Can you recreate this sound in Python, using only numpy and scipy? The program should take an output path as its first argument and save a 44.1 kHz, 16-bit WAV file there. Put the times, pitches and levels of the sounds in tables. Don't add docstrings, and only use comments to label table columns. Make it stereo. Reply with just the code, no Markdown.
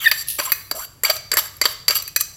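import sys
import numpy as np
from scipy import signal
from scipy.fft import rfft, irfft
from scipy.io import wavfile
from scipy.ndimage import uniform_filter1d, minimum_filter1d

SR = 44100
rng = np.random.default_rng(int(sys.argv[2]) if len(sys.argv) > 2 else 0)


def master_out(mix):
    frames = np.transpose(np.atleast_2d(mix))
    ceiling = np.clip(frames, -1, 1)
    pcm = np.round(ceiling * 32767).astype(np.int16)
    wavfile.write(sys.argv[1], SR, pcm)


N = 104472
T = np.arange(N) / SR

FORCE_HZ = (600, 2000, 4700, 7500, 13000)
# [f/Hz, t60/s, level over the clack/dB]
BOWL_MODES = [(597, .05, 1), (4637, 0.042, 22), (4695, 0.023, -3), (5680, 0.068, -12.5),
              (7506, 0.033, 17.5), (7582, 0.046, 9), (11350, 0.029, 17.5), (11500, .035, 16),
              (14100, 0.031, 16.5), (15200, .03, 10.5)]


def undb(db):
    return 10 ** (np.asarray(db) / 20)


def curve(hz, points):
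    f, v = np.array(points, float).T
    return np.interp(np.log(np.maximum(hz, 1)), np.log(f), v)


def convolve(x, response):
    return signal.fftconvolve(np.atleast_2d(x), np.atleast_2d(response), axes=-1)[:, :N]


def colour(x, points, size=2048):
    cepstrum = irfft(np.log(undb(curve(np.fft.rfftfreq(size, 1 / SR), points))))
    cepstrum[1:size // 2] *= 2
    cepstrum[size // 2 + 1:] = 0
    return convolve(x, irfft(np.exp(rfft(cepstrum))))


def lowpass(x, hz):
    return signal.sosfilt(signal.butter(2, min(hz, .45 * SR), fs=SR, output="sos"), x)


def fade(t, t60):
    return np.exp(-np.log(1000) * t / t60)


def walk(rate_hz):
    v = lowpass(rng.standard_normal(N), rate_hz)
    return v / v.std()


def gate(t, length, edge, release):
    rise = np.clip(t / edge, 0, 1)
    return rise * np.clip((length - t) / min(release, length / 2), 0, 1)


def add(out, start, x):
    i = max(int(start * SR), 0)
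    x = np.ravel(x)[:N - i]
    out[i:i + len(x)] += x


def knocks():
    # [t/s, force at each FORCE_HZ/dB (five columns), spoon ring/dB]
    blows = [ (0.1136, 8.5, 26.5, 20.5, 1, 14, -11), (.389, 15.5, 1, -20, 1, -26, -12),
             (.398, 11.5, 17.5, 2.5, 1, -11, -3.5), (0.5189, 10, 23.5, 10.5, 8, 21, -3),
             (.712, 15.5, 15, 11.5, 6, 4.5, -18.5), (1.035, 12.5, 17.5, 0, 15.5, 8, -37.5),
             (1.05, -9, 7, 15.5, -6.5, 10, -37), (1.068, 0, -2, -5, -5, -1, -20),
             (1.099, 9.5, 18, 14.5, 7, 8, -10), (1.165, -6.5, 0.5, -0.5, -0.5, -9, -1.5),
             (1.316, 12, 17, 15, 12.5, 2, -23), (1.331, 9, 16, 0, -10, -15, -22),
             (1.3374, 11, 18.5, -2, 13.5, 8, -27), (1.3699, 14, 27.5, 13, 17.5, 9, -26),
             (1.567, -29, -17, -18, -17, -10.5, -24), (1.614, 17.5, 19.5, 19, 16.5, 7, -27),
             (1.654, 20, 24.5, 18, 11, 10, -21), (1.713, -14, -3, -8, -8, -7.5, -24),
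             (1.8812, 13.5, 23, 23.5, 18.5, 11.5, -39), (1.899, 12.5, 14, 6, -17, -11, -20),
             (1.907, 10.5, 18, 13, 9, 4, -14), (2.0222, -9, -3, -9, -7.5, -0.5, 2.5),
             (2.077, -24, 1.5, -10, -5.5, -2, 1), (2.1611, 5, 20, 11.5, 12.5, 14.5, -1.5),
             (2.2083, -7, 7.5, 4.5, 14, 12, -1.5)]
    # [f/Hz, t60/s, level over the clack/dB]
    spoon_modes = [(1976, 0.054, 2), (2517, 0.071, 12), (4124, 0.03, 21), (5924, 0.096, 20.5),
                   (5982, 0.053, 21), (8210, 0.026, 18), (13900, 0.043, 14.5), (15400, 0.043, -11.5)]
    # [f/Hz, level/dB]
    clink = [(250, 0.5), (330, -1.5), (430, 1.5), (900, -1), (2100, 0), (3100, -2.5), (4000, -3),
             (6000, -2.5), (9000, -0.5)]
    out, glass, metal = np.zeros((2, N)), ring(BOWL_MODES), ring(spoon_modes)
    for start, *force_db, spoon_db in blows:
        push = colour(np.ones(1), list(zip(FORCE_HZ, force_db)))
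        contact = colour(clack(), clink)[:, :len(glass)]
        sound = convolve(push, contact + glass + undb(spoon_db) * metal)
        add(out[0], start, sound[0])
        add(out[1], start, sound[1])
    return out


def ring(modes):
    build_s = 0.00073
    t = T[:N // 8]
    tones = np.zeros(len(t))
    for hz, t60, db in modes:
        rate = 2 * np.log(1000) / (t60 * SR)
        tones += undb(db) * rate * fade(t, t60) * np.cos(2 * np.pi * hz * t)
    return tones * (1 - np.exp(-t / build_s))


def clack():
    t60_s, build_s, wide_hz = 0.031, 0.0004, 7840
    # [f/Hz, level/dB]
    clack_shape = [(60, -15), (180, -22), (300, -3.5), (550, 0), (800, -9), (1100, 2.5), (1400, -2),
                   (1900, 1.5), (2500, -3.5), (3050, 0.5), (3600, -2), (4300, 3), (5000, 4), (5500, 0.5),
                   (6000, 2.5), (6800, -1.5), (7800, 4.5), (9000, -8.5), (10300, -1), (12400, 4),
                   (13400, -3.5), (15500, -2), (16500, -14)]
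    t = T[:N // 8]
    mid, side = rng.standard_normal((2, len(t))) * fade(t, t60_s) * (1 - np.exp(-t / build_s))
    side = colour(side, [(wide_hz / 10, -14), (wide_hz, -2)])[0, :len(mid)]
    pair = np.array([mid + side, mid - side])
    return colour(pair / np.sqrt(np.sum(pair ** 2) / 2), clack_shape)


def scrapes():
    edge_s, release_s = 0.0035, 0.011
    # [t/s, length/s, force at each FORCE_HZ/dB (five columns)]
    drags = [ (0, 0.049, -38.5, -21.5, -37.5, -32, -27), (0.038, 0.022, -47, -22, -26.5, -28.5, -26),
             (0.073, 0.022, -31, -35, -20.5, -38.5, -40), (.055, 0.048, -47, -40, -35.5, -29.5, -23.5),
             (0.112, 0.0092, -21, -14.5, -13, -17, -24), (0.127, 0.061, -34.5, -41, -51, -30.5, -30.5),
             (0.171, 0.06, -43, -48, -26.5, -24, -29.5), (0.383, 0.022, -19, -15.5, -24, -16, -20.5),
             (.405, .11, -28.5, -28, -33, -38, -29), (0.448, 0.016, -26, -34, -31, -14, -25.5),
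             (0.747, .085, -30, -41.5, -36, -27, -30), (0.829, 0.027, -35, -36, -33, -31, -27.5),
             (1.039, 0.083, -22, -20.5, -24.5, -21.5, -33.5), (1.094, 0.014, -11, -12, -14.5, -21, -15),
             (1.117, 0.064, -29.5, -34, -36, -31, -29), (1.344, 0.022, -16, -38, -37, -46, -49),
             (1.37, 0.03, -14.5, -16.5, -13, -18, -11), (1.396, 0.079, -28.5, -33.5, -58, -33, -30.5),
             (1.634, 0.023, -21, -22, -20, -23, -33), (1.653, 0.0089, -17, -11, -4.5, -26, -21.5),
             (1.666, 0.074, -27.5, -36, -41, -35, -31.5), (1.904, .014, -33, -15, -19, -29.5, -40),
             (1.888, 0.054, -33.5, -18.5, -34, -27, -28.5), (1.945, 0.033, -28, -21.5, -18, -18, -14),
             (1.973, 0.045, -29.5, -38, -26.5, -30.5, -39), (2.195, 0.021, -36, -31, -23.5, -16, -27.5)]
    # [f/Hz, level/dB]
    grind = [(250, -12.5), (450, -4.5), (620, 1), (1050, 4), (1500, 6), (2000, -2.5), (3100, 8.5),
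             (4600, -1.5), (7500, -2), (15000, -2.5)]
    force, cracks = np.zeros(N), grains()
    for start, length, *force_db in drags:
        run = cracks[max(int(start * SR), 0):][:int(length * SR)]
        run = run * gate(T[:len(run)], length, edge_s, release_s)
        add(force, start, colour(run, list(zip(FORCE_HZ, force_db))))
    return colour(force, grind)


def grains():
    grains_per_s, scatter_db, uneven_db, uneven_hz = 5000, 3, 2.0, 81
    hits = rng.random(N) < grains_per_s / SR
    size = undb(scatter_db * np.minimum(rng.exponential(size=N), 4))
    cracks = hits * rng.choice([-1, 1], N) * size
    return cracks / cracks.std() * undb(uneven_db * walk(uneven_hz))


def squeals():
    edge_s, octave_db, stumble_hz = 0.0024, -11, 400
    # [t/s, length/s, first f/Hz, last f/Hz, level/dB, pitch
    slips = [ (0, 0.065, 3450, 2800, -27, 0.054), (0.043, 0.013, 1900, 2050, -20.5, .06),
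             (0.057, 0.015, 1857, 1836, -7.5, 0.009), (.060, .019, 1863, 1740, -2.5, .008),
             (0.072, 0.017, 2470, 2550, -20.5, 0.0081), (.099, 0.033, 1780, 1736, -24, 0.013),
             (0.417, 0.014, 1035, 1115, -28.5, 0.062), (0.471, 0.018, 1058, 1042, -26.5, 0.048),
             (0.745, 0.041, 598, 636, -33, 0.18), (0.788, 0.027, 905, 1200, -33, 0.14),
             (0.817, 0.0244, 1400, 1428, -35, 0.11), (1.046, 0.0079, 2110, 2406, -11, 0.026),
             (1.094, 0.018, 602, 639, -19.5, 0.029), (1.356, 0.021, 1853, 1710, -27, 0.12),
             (1.621, .011, 2100, 2050, -19, .02), (2.205, 0.015, 1190, 1233, -30, 0.0044)]
    out, waver = np.zeros(N), walk(stumble_hz)
    for start, length, first_hz, last_hz, db, jitter in slips:
        t = T[:int(length * SR)]
        glide_hz = first_hz + (last_hz - first_hz) * t / length
        hz = glide_hz * (1 + jitter * waver[max(int(start * SR), 0):][:len(t)])
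        phase = 2 * np.pi * np.cumsum(hz) / SR
        tone = np.cos(phase) + undb(octave_db) * np.cos(2 * phase)
        add(out, start, undb(db) * gate(t, length, edge_s, edge_s) * tone)
    return out


def slides():
    # [t/s, t60/s, level/dB]
    falls = [(.272, 0.09, -27.5), (0.2837, 0.041, -12.5), (.2995, 0.067, -17.5), (.308, 0.83, -27),
             (.432, 0.15, -26.5)]
    # [f/Hz, level/dB]
    sugar = [(300, -33), (1500, -43), (2600, -4), (3100, -3), (5000, 0), (7000, -8), (9000, -3.5),
             (10500, 7), (13000, 3), (16000, -6)]
    flow = np.zeros(N)
    for start, t60, db in falls:
        flow += undb(db) * (T >= start) * fade(np.maximum(T - start, 0), t60)
    return colour(flow * np.array([grains(), grains()]), sugar)


def thud():
    start_s, hz, t60_s, level_db = 1.881, 81.3, .07, -36
    t = np.maximum(T - start_s, 0)
    return undb(level_db) * np.sin(2 * np.pi * hz * t) * fade(t, t60_s)


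def kitchen(x):
    level_db, t60_s, treble_t60_s, build_s, split_hz = -11, 0.57, 0.45, 0.0027, 6300
    # [f/Hz, level/dB]
    room_shape = [(200, -4.5), (600, 2.5), (2000, 0.5), (3300, -1), (4600, -1.5), (6000, 3), (8500, -4.5),
                  (15000, -1.5)]
    t = T[:N // 3]
    noise = rng.standard_normal((2, len(t)))
    low = lowpass(noise, split_hz)
    highpass = signal.butter(2, min(split_hz, SR / 3), "high", fs=SR, output="sos")
    high = signal.sosfilt(highpass, noise)
    tail = (low * fade(t, t60_s) - high * fade(t, treble_t60_s)) * (1 - np.exp(-t / build_s))
    return undb(level_db) * convolve(x, colour(tail / np.sqrt(np.sum(tail ** 2) / 2), room_shape))


def background():
    rumble_db, side_db, hum_hz, hum_db = -50, -10, 98, -57
    # [f/Hz, relative level per Hz/dB]
    floor = [(20, -15), (48, -2.5), (95, -3), (140, -3.5), (200, -16), (500, -19.5), (1500, -26.5),
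             (5000, -29), (16000, -31)]
    shape = undb(curve(np.fft.rfftfreq(N, 1 / SR), floor))
    mid, side = irfft(rfft(rng.standard_normal((2, N))) * shape, N)
    rumble = (mid + undb(side_db) * side * np.array([[1], [-1]])) / mid.std()
    pitch_hz = hum_hz * (1 + 0.025 * walk(3.3))
    hum = np.sin(2 * np.pi * np.cumsum(pitch_hz) / SR)
    return undb(rumble_db) * rumble + undb(hum_db) * hum


def scene():
    # [t/s, left minus right level/dB]
    bowl_pan = [(0, -3), (.45, -4), (.75, -1), (1.1, -0.5), (1.65, -0.5), (2.2, -4)]
    force = scrapes()
    scraped = convolve(force, clack()) + convolve(force, ring(BOWL_MODES))
    direct = knocks() + scraped + squeals() + slides()
    pan_db = np.interp(T, *np.array(bowl_pan).T)
    panned = direct * undb(np.array([pan_db, -pan_db]) / 2)
    return panned + kitchen(direct) + thud() + background()


def record(dry):
    limit, hold_s, slope, top_hz = 0.97, .003, .4, 15900
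    # [f/Hz, left minus right level/dB, left phase lead/rad]
    port_table = [(98.6, 1, -0.38), (500, 3.5, 0), (1310, 2, 1), (2210, -1.5, -0.62), (3370, -1.5, -2),
                  (5000, 3.5, -1.22), (8100, 1.5, -1.96), (9000, -5.5, -2.8), (10560, -7.5, 1),
                  (14900, -6.5, 1)]
    hz, ports = np.fft.rfftfreq(N, 1 / SR), np.array(port_table)
    level_db, lead_rad = curve(hz, ports[:, :2]), curve(hz, ports[:, ::2])
    lean = undb(level_db / 2) * np.exp(1j * lead_rad / 2)
    x = irfft(rfft(dry) * np.array([lean, 1 / lean]), N)
    hold = max(int(hold_s * SR), 2)
    full_gain = limit / np.maximum(np.abs(x), limit)
    gain = uniform_filter1d(minimum_filter1d(full_gain, hold), hold) ** slope
    top_cut = signal.ellip(8, .2, 70, top_hz, fs=SR, output="sos")
    return signal.sosfilt(top_cut, np.clip(x * gain, -1, 1))


dry = scene()
out = record(dry)
master_out(out)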